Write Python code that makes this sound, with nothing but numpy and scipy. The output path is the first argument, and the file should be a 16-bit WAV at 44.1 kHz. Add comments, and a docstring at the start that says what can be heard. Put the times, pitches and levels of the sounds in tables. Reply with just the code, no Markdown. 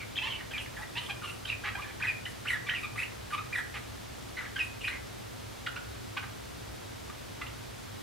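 """A young finch practises in a cage indoors; ventilation hum and steady hiss run throughout.
From the start to 5 s its syrinx sings warbled chirps among reedy notes, faint peeps and click-like
rasps, with puffs of air through the beak. The voice turns hoarse when soft and when its pitch leaps.
After 5 s come only scattered short notes, the last near 7.5 s. The room rings briefly after each."""
import sys
import numpy as np
from scipy import signal
from scipy.fft import rfft, irfft, next_fast_len
from scipy.io import wavfile
from scipy.ndimage import uniform_filter1d

SR = 44100
rng = np.random.default_rng(int(sys.argv[2]) if len(sys.argv) > 2 else 0)


def pcm_store(signal):
    """Save signal as 16-bit PCM."""
    levels = np.round(np.clip(np.atleast_2d(signal), -1, 1) * 32767)
    wavfile.write(sys.argv[1], SR, levels.astype(np.int16).T)


N = 353770


def gain_of(db):
    """Decibels to amplitude."""
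    return 10 ** (np.asarray(db) / 20)


def unit_rms(x):
    """Scales to rms 1."""
    return x / np.sqrt(np.mean(x ** 2) + 1e-20)


def lookup(table, hz):
    """Interpolates a table on a log-frequency axis."""
    table_hz, value = np.transpose(table)
    return np.interp(np.log(hz + 1), np.log(table_hz + 1), value)


def bell(hz, width_hz):
    """Gain curve: 1 at hz, 0.5 at width_hz to either side."""
    return lambda f: 1 / (1 + ((f - hz) / width_hz) ** 2)


def filtered(x, gain_at):
    """Zero-phase filter with gain gain_at(frequency)."""
    size = next_fast_len(len(x) + 512)
    return irfft(rfft(x, size) * gain_at(np.fft.rfftfreq(size, 1 / SR)), size)[:len(x)]


def resonate(x, hz, width_hz):
    """Resonance tracking the curve hz: shift to zero, low-pass, shift back."""
    carrier = np.exp(2j * np.pi * np.cumsum(hz) / SR)
    baseband = signal.hilbert(x) / carrier
    skirt = lambda f: 1 / np.hypot(1, f / width_hz)
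    return (carrier * (filtered(baseband.real, skirt) + 1j * filtered(baseband.imag, skirt))).real


def noise(spectrum):
    """Steady noise of a given spectrum, rms 1."""
    return unit_rms(filtered(rng.standard_normal(N), lambda f: gain_of(lookup(spectrum, f))))


# (frequency [Hz], half-width [Hz], level [dB])
HUM_MODES = [(22, 12, -80), (55.3, 12, -62), (66, 10.3, -55.5), (102.6, 10, -53), (120.5, 12.5, -55)]


def ventilation():
    """Ventilation rumbles in a few low room resonances."""
    return sum(gain_of(db) * unit_rms(filtered(rng.standard_normal(N), bell(hz, width_hz)))
               for hz, width_hz, db in HUM_MODES)


# Room noise, in phase and in antiphase across channels: (frequency [Hz], relative density [dB])
HISS_MID = [(88, -68), (150, -1.5), (285, -4), (314, -4.5), (453, -6.5), (500, -6.5), (572, -7), (894, -8),
            (1240, -8.5), (1420, -8.5), (2760, -11.5), (3480, -11), (15500, -25)]
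HISS_SIDE = [(18, -61), (30, -32), (108, -2), (168, -1.5), (249, 2), (277, 0), (389, -1), (443, -1.5),
             (532, -4), (639, -4.5), (852, -8.5), (2490, -18.5), (6540, -23.5), (15500, -28.5)]


def hiss(mid_db=-48.5, side_db=-46):
    """Wide, even room noise."""
    mid = gain_of(mid_db) * noise(HISS_MID)
    side = gain_of(side_db) * noise(HISS_SIDE)
    return np.array([mid + side, mid - side])


# Room decay: (frequency [Hz], T60 [s])
ROOM_T60 = [(1500, 0.47), (3000, 0.3), (6000, 0.22), (12000, 0.03)]
# Cage tray and near walls: (delay [s], level [dB], pan [-1 right, 1 left])
REFLECTIONS = [(.0026, -16, 0.18), (.0043, -19.5, -.2), (.0075, -25, .2), (0.01, -11.5, -.2),
               (0.014, -16.5, .3), (0.0186, -16, -.3)]


def room(x, tail_db=-11, build_s=0.0032, width=0.85, left_db=-1.6, right_db=-0.47):
    """Direct sound, near reflections and a diffuse tail whose treble dies first."""
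    t = np.arange(SR // 2) / SR
    hz, frame_s, spectra = signal.stft(rng.standard_normal((2, len(t))), SR, nperseg=256)
    decay = gain_of(-60 * frame_s / lookup(ROOM_T60, hz)[:, None])
    tail = signal.istft(spectra * decay, SR, nperseg=256)[1][:, :len(t)]
    tail *= 1 - np.exp(-(t / build_s) ** 2)
    response = gain_of(tail_db) * tail / np.linalg.norm(tail[0])
    for delay_s, db, pan in REFLECTIONS:
        response[:, round(delay_s * SR)] += gain_of(db) * np.array([1, pan])
    mid, side = signal.fftconvolve(x[None], response, axes=1)[:, :N]
    stereo = np.array([x + mid + width * side, x + mid - width * side])
    return stereo * gain_of([[left_db], [right_db]])


# Puffs of air: (centre time [s], length [s], level [dB])
BREATH_PUFFS = [(.63, .07, -55), (0.802, 0.088, -60), (1.055, 0.18, -57.5), (1.29, .15, -56),
                (1.48, .08, -59), (2.077, 0.12, -61), (2.294, .07, -56), (2.517, 0.07, -49.5),
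                (2.81, .09, -59), (3.005, 0.1, -53), (3.337, 0.083, -57), (3.58, 0.076, -53),
                (3.78, 0.087, -62), (4.633, 0.11, -57), (4.87, .1, -57)]
# Their colour: (frequency [Hz], relative density [dB])
BREATH_SPECTRUM = [(4000, -1), (7000, 6.5), (9300, 12.5), (12800, 3), (16000, -17)]


def breath():
    """Air hisses through the beak in faint, high puffs."""
    t = np.arange(N) / SR
    flow = sum(gain_of(db) * np.exp(-(2 * (t - centre_s) / length_s) ** 2)
               for centre_s, length_s, db in BREATH_PUFFS)
    return flow * noise(BREATH_SPECTRUM)


# Throat response: (frequency [Hz], gain [dB])
THROAT_RESPONSE = [(300, -38), (620, -20), (860, 5), (1200, 3.5), (1700, 2.5), (2900, 3), (3700, 0.5),
                   (4400, -4), (5500, -7.5), (8000, -10)]


def vocal_tract(x, beak_hz, width_hz):
    """The throat colours the sound, then the beak resonates."""
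    throat = filtered(x, lambda f: gain_of(lookup(THROAT_RESPONSE, f)))
    return resonate(throat, beak_hz, width_hz)


def hoarseness(level_db, easy_rough=0.23, easy_db=-36.5, doubling_db=13.5):
    """The softer the voice, the rougher it sounds."""
    return easy_rough * 2 ** ((easy_db - level_db) / doubling_db)


def syllable(times_s, pitch_hz, level_db, roughness, beak_hz, jitter=0.16, shimmer=0.65,
             beak_width_hz=380, cavity_db=-14, ramp_s=0.007, leap_oct_per_s=84, break_dip_db=-1.5):
    """The syrinx glides and trembles; its pulses and puffs pass the tract. Returns (start_s, sound)."""
    start_s = times_s[0] - ramp_s / 4
    t = np.arange(int((times_s[-1] - times_s[0] + ramp_s / 2) * SR)) / SR
    follow = lambda points: np.interp(start_s + t, times_s, points * np.ones(len(times_s)))
    pitch, beak = follow(pitch_hz), follow(beak_hz)

    # A pitch leap breaks the voice: rougher, softer.
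    oct_per_s = uniform_filter1d(abs(np.gradient(np.log2(pitch))) * SR, size=128)
    leap = np.tanh(oct_per_s / leap_oct_per_s) ** 2
    rough = np.clip(follow(roughness) + 0.17 * leap, 0.1, 0.9)
    gain = gain_of(follow(level_db) + break_dip_db * leap)

    white = rng.standard_normal((3, 8192))
    tremble, flutter = (np.resize(unit_rms(filtered(row, bell(0, width_hz=380))), len(t))
                        for row in white[:2])
    phase = 2 * np.pi * np.cumsum(pitch * np.exp(jitter * rough * (tremble - tremble.mean()))) / SR
    harmonics = range(1, int(SR / 5 / pitch.mean()) + 1)
    pulses = sum(np.cos(k * phase - 0.441 * k ** 2) for k in harmonics)  # lag smears tick into ring
    puffs = (1 + np.cos(phase)) * np.resize(white[2], len(t))  # air escapes once a cycle

    width_hz = beak_width_hz * (1 + rough.mean())  # harsh notes damp the beak
    # A throat cavity carries low fundamentals.
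    cavity = gain_of(cavity_db) * filtered(pulses, bell(hz=920, width_hz=170))
    tone = unit_rms(vocal_tract(pulses, beak, width_hz) + cavity)
    air = unit_rms(vocal_tract(puffs, beak, width_hz))
    voice = ((1 - rough) * tone + 0.91 * rough * air) * np.exp(shimmer * rough * flutter)
    fade = np.sin(np.pi / 2 * np.clip(np.minimum(t, t[-1] - t) / ramp_s, 0, 1))
    return start_s, gain * unit_rms(voice * fade)


# (time [s], length [s], pitch [Hz], level [dB])
PEEP_NOTES = [(.001, 0.037, 2390, -43.5), (0.168, .004, 1970, -42.5), (.661, 0.0047, 2050, -43.5),
              (0.767, 0.015, 1880, -42.5), (0.818, 0.026, 2060, -44.5), (1.062, 0.01, 3450, -44.5),
              (1.819, 0.021, 2566, -42.5), (1.839, 0.0204, 1840, -45), (3.302, 0.02, 1620, -45),
              (4.807, 0.022, 2900, -45), (5.664, .005, 2050, -36.5), (5.771, .008, 2620, -47)]


def peeps(droop=0.115):
    """Short, soft whistles that droop."""
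    for s, length_s, hz, db in PEEP_NOTES:
        yield syllable([s, s + length_s], [hz, hz * (1 - droop)], db, hoarseness(db), beak_hz=hz)


# (time [s], length [s], level [dB], beak resonance [Hz])
RASP_NOTES = [(.972, 0.0158, -37.5, 3300), (1.644, 0.0234, -34, 2060), (1.671, 0.015, -34, 1940),
              (3.331, 0.022, -38.5, 2670), (3.74, 0.041, -39, 2070), (5.664, .012, -36.5, 3370),
              (6.17, 0.016, -33, 2600), (6.226, 0.019, -42, 1390)]


def rasps(pulse_hz=416.5, droop=0.04):
    """The syrinx at its slowest: a few pulses ring the beak, heard as a click."""
    for s, length_s, db, beak_hz in RASP_NOTES:
        yield syllable([s, s + length_s], [pulse_hz, pulse_hz * (1 - droop)], db,
                       roughness=0.4, beak_hz=beak_hz, cavity_db=-17)


# (time [s], length [s], start pitch [Hz], end pitch [Hz], level [dB], beak resonance [Hz])
REED_NOTES = [ (0.218, .014, 862, 920, -36.5, 2700), (0.227, 0.027, 981, 1067, -35.5, 2920),
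              (.252, 0.03, 890, 912, -35.5, 2500), (0.275, 0.018, 1205, 1040, -39, 2840),
              (0.299, 0.015, 1048, 1016, -38.5, 3030), (.51, .016, 1620, 1540, -43.5, 2650),
              (.785, 0.037, 790, 887, -44, 1150), (0.953, 0.022, 843, 993, -38.5, 2450),
              (.97, .021, 858, 1029, -34.5, 3200), (1.0, .051, 641, 597, -45, 2700),
              (1.089, .012, 1187, 1045, -44.5, 1600), (1.096, 0.017, 817, 824, -34, 2600),
              (1.218, 0.036, 1389, 1096, -42.5, 1490), (1.234, 0.032, 1467, 1377, -42.5, 2870),
              (1.274, 0.041, 1315, 1442, -42.5, 2580), (1.452, 0.0086, 1514, 1650, -37.5, 2900),
              (1.473, 0.0262, 1338, 1233, -43, 3980), (1.637, 0.0093, 1370, 1670, -39, 1600),
              (1.686, 0.0094, 661, 630, -35.5, 2200), (1.752, 0.0079, 798, 810, -34, 1980),
              (1.772, 0.031, 935, 1210, -42, 1210), (1.872, 0.049, 817, 815, -49.5, 2040),
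              (2.664, 0.018, 1170, 1160, -41, 2560), (2.831, 0.027, 1294, 1156, -37, 2420),
              (2.955, 0.014, 1150, 1265, -44, 1500), (3.323, 0.033, 1238, 1133, -36, 1480),
              (3.377, 0.017, 1216, 1297, -35.5, 1760), (4.56, 0.011, 1650, 1490, -33, 2200),
              (4.877, 0.013, 1360, 1350, -40, 3600), (5.67, 0.0072, 1373, 1510, -33, 1660),
              (5.76, 0.0094, 1323, 1417, -38.5, 2100), (5.771, .009, 1450, 1470, -39.5, 1500),
              (6.167, .008, 1050, 1210, -37.5, 1400), (6.174, 0.0144, 1556, 1470, -38, 1500),
              (7.095, .012, 1190, 1210, -46.5, 1500), (7.413, 0.0091, 1110, 1250, -42, 1580),
              (7.416, 0.0093, 677, 680, -36, 2080), (7.464, 0.012, 807, 1064, -43.5, 2700), ]


def reeds():
    """Low glides rich in harmonics; the beak holds still and favours those near its resonance."""
    for s, length_s, start_hz, end_hz, db, beak_hz in REED_NOTES:
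        yield syllable([s, s + length_s], [start_hz, end_hz], db, hoarseness(db), beak_hz,
                       beak_width_hz=300)


# One curve per chirp: (time [s], pitch [Hz], level [dB])
CHIRP_CURVES = [
    [(0.155, 3105, -38), (0.174, 3690, -35.5), (0.178, 3060, -29.5), (0.182, 3230, -28), (0.184, 3110, -38),
     (0.187, 2510, -27), (0.19, 2600, -32), (0.203, 2700, -39)],
    [(0.313, 3016, -30), (0.321, 3068, -42), (0.328, 2914, -34.0), (0.332, 2710, -42.5),
     (0.363, 3020, -37.5), (0.372, 2570, -53), (0.411, 1880, -40.5), (0.422, 1990, -50)],
    [(0.529, 1330, -53), (0.538, 2520, -33), (0.564, 2254, -43.0), (0.566, 2533, -32), (0.576, 1280, -47),
     (0.581, 3300, -29), (0.589, 2910, -39.5), (0.618, 2550, -42)],
    [(1.47, 3905, -35), (1.481, 2570, -42.5), (1.494, 2340, -36.0), (1.497, 2975, -49), (1.501, 2760, -24),
     (1.51, 2640, -46), (1.527, 2477, -30.5), (1.546, 2450, -48.0)],
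    [(2.001, 2323, -35), (2.007, 1422, -39.5), (2.017, 1687, -37), (2.02, 2437, -43), (2.027, 2467, -27),
     (2.034, 2620, -37), (2.038, 1523, -29), (2.045, 2155, -30.5), (2.067, 1572, -37), (2.07, 2632, -33.5),
     (2.096, 2437, -26.0), (2.098, 2360, -34), (2.122, 2410, -45)],
    [(2.254, 3074, -33.5), (2.258, 3000, -35.5), (2.261, 1814, -39), (2.274, 2040, -38)],
    [(2.45, 2880, -37), (2.454, 1340, -41), (2.462, 1617, -36), (2.465, 1880, -40), (2.486, 3038, -28.5),
     (2.491, 2137, -33), (2.497, 2250, -34), (2.507, 1950, -25.5), (2.514, 2020, -44), (2.528, 1790, -40.0),
     (2.535, 1976, -24), (2.539, 1876, -35.5), (2.562, 1580, -33.5)],
    [(2.68, 2793, -40), (2.693, 1495, -27.5), (2.698, 3304, -25.5), (2.704, 1927, -35), (2.711, 1950, -32),
     (2.731, 1780, -42), (2.742, 1983, -30), (2.746, 3220, -46.5), (2.75, 2850, -33.5), (2.785, 2324, -39),
     (2.797, 2470, -39)],
    [(2.965, 2680, -38.0), (2.972, 2018, -50.0), (2.981, 1945, -33.0), (2.99, 2450, -33),
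     (2.993, 2570, -29.5), (2.998, 2060, -40), (3.003, 2713, -30.5), (3.013, 2600, -44), (3.017, 1812, -35),
     (3.04, 2916, -31.5)],
    [(3.522, 1315, -48), (3.531, 2377, -31.0), (3.546, 2403, -41), (3.553, 1917, -32), (3.561, 1910, -27),
     (3.571, 1794, -51), (3.585, 1950, -28), (3.592, 1630, -32), (3.596, 1755, -40), (3.612, 1950, -37)],
    [(4.368, 2090, -38.5), (4.393, 1974, -32.0), (4.395, 1930, -45), (4.419, 1297, -44),
     (4.426, 1980, -41.5), (4.444, 1310, -52), (4.455, 2330, -42), (4.47, 1560, -37)],
    [(4.582, 1675, -33.0), (4.587, 1755, -37), (4.592, 2833, -31), (4.603, 2583, -31.5),
     (4.612, 2530, -26.0), (4.641, 2505, -44.0), (4.646, 2490, -35)],
    [(4.83, 2354, -51), (4.85, 2455, -27), (4.853, 2912, -33.5), (4.868, 2630, -46.5), (4.878, 2480, -27),
     (4.883, 1357, -29.5), (4.886, 2830, -30), (4.891, 1980, -43), (4.922, 2035, -40), (4.928, 2220, -40),
     (4.978, 1984, -46.0)],
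]


def chirps(under_ratio=0.75, under_db=-15.5):
    """Whistles leap and slide, the beak tracking the pitch; the syrinx's other side joins below."""
    for curve in CHIRP_CURVES:
        times_s, hz, db = np.transpose(sorted(curve))
        rough = hoarseness(db)
        yield syllable(times_s, hz, db, rough, beak_hz=hz, jitter=0.167, shimmer=0.8, beak_width_hz=300)
        yield syllable(times_s, under_ratio * hz, db + under_db, rough, beak_hz=under_ratio * hz)


def finch(chirp_db=-0.5, reed_db=-0.28, peep_db=0.3, rasp_db=-1.3):
    """The song: four kinds of syllable, each with a level trim."""
    song = np.zeros(N)
    kinds = (chirps(), chirp_db), (reeds(), reed_db), (peeps(), peep_db), (rasps(), rasp_db)
    for syllables, trim_db in kinds:
        for start_s, sound in syllables:
            span = song[max(round(start_s * SR), 0):][:len(sound)]
            span += gain_of(trim_db) * sound[:len(span)]
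    return song


def scene():
    """The finch in its room, over hum and hiss."""
    return ventilation() + hiss() + room(finch() + breath())


def record(dry, rolloff_hz=15000, limit_hz=15850):
    """The top treble rolls off, then meets a steep band limit."""
    hz = np.fft.rfftfreq(N, 1 / SR)
    softened = irfft(rfft(dry) / np.hypot(1, (hz / rolloff_hz) ** 10), N)
    lowpass = signal.firwin(801, limit_hz, window=("kaiser", 9), fs=SR)
    return signal.oaconvolve(softened, lowpass[None], "same")


dry = scene()
out = record(dry)
pcm_store(out)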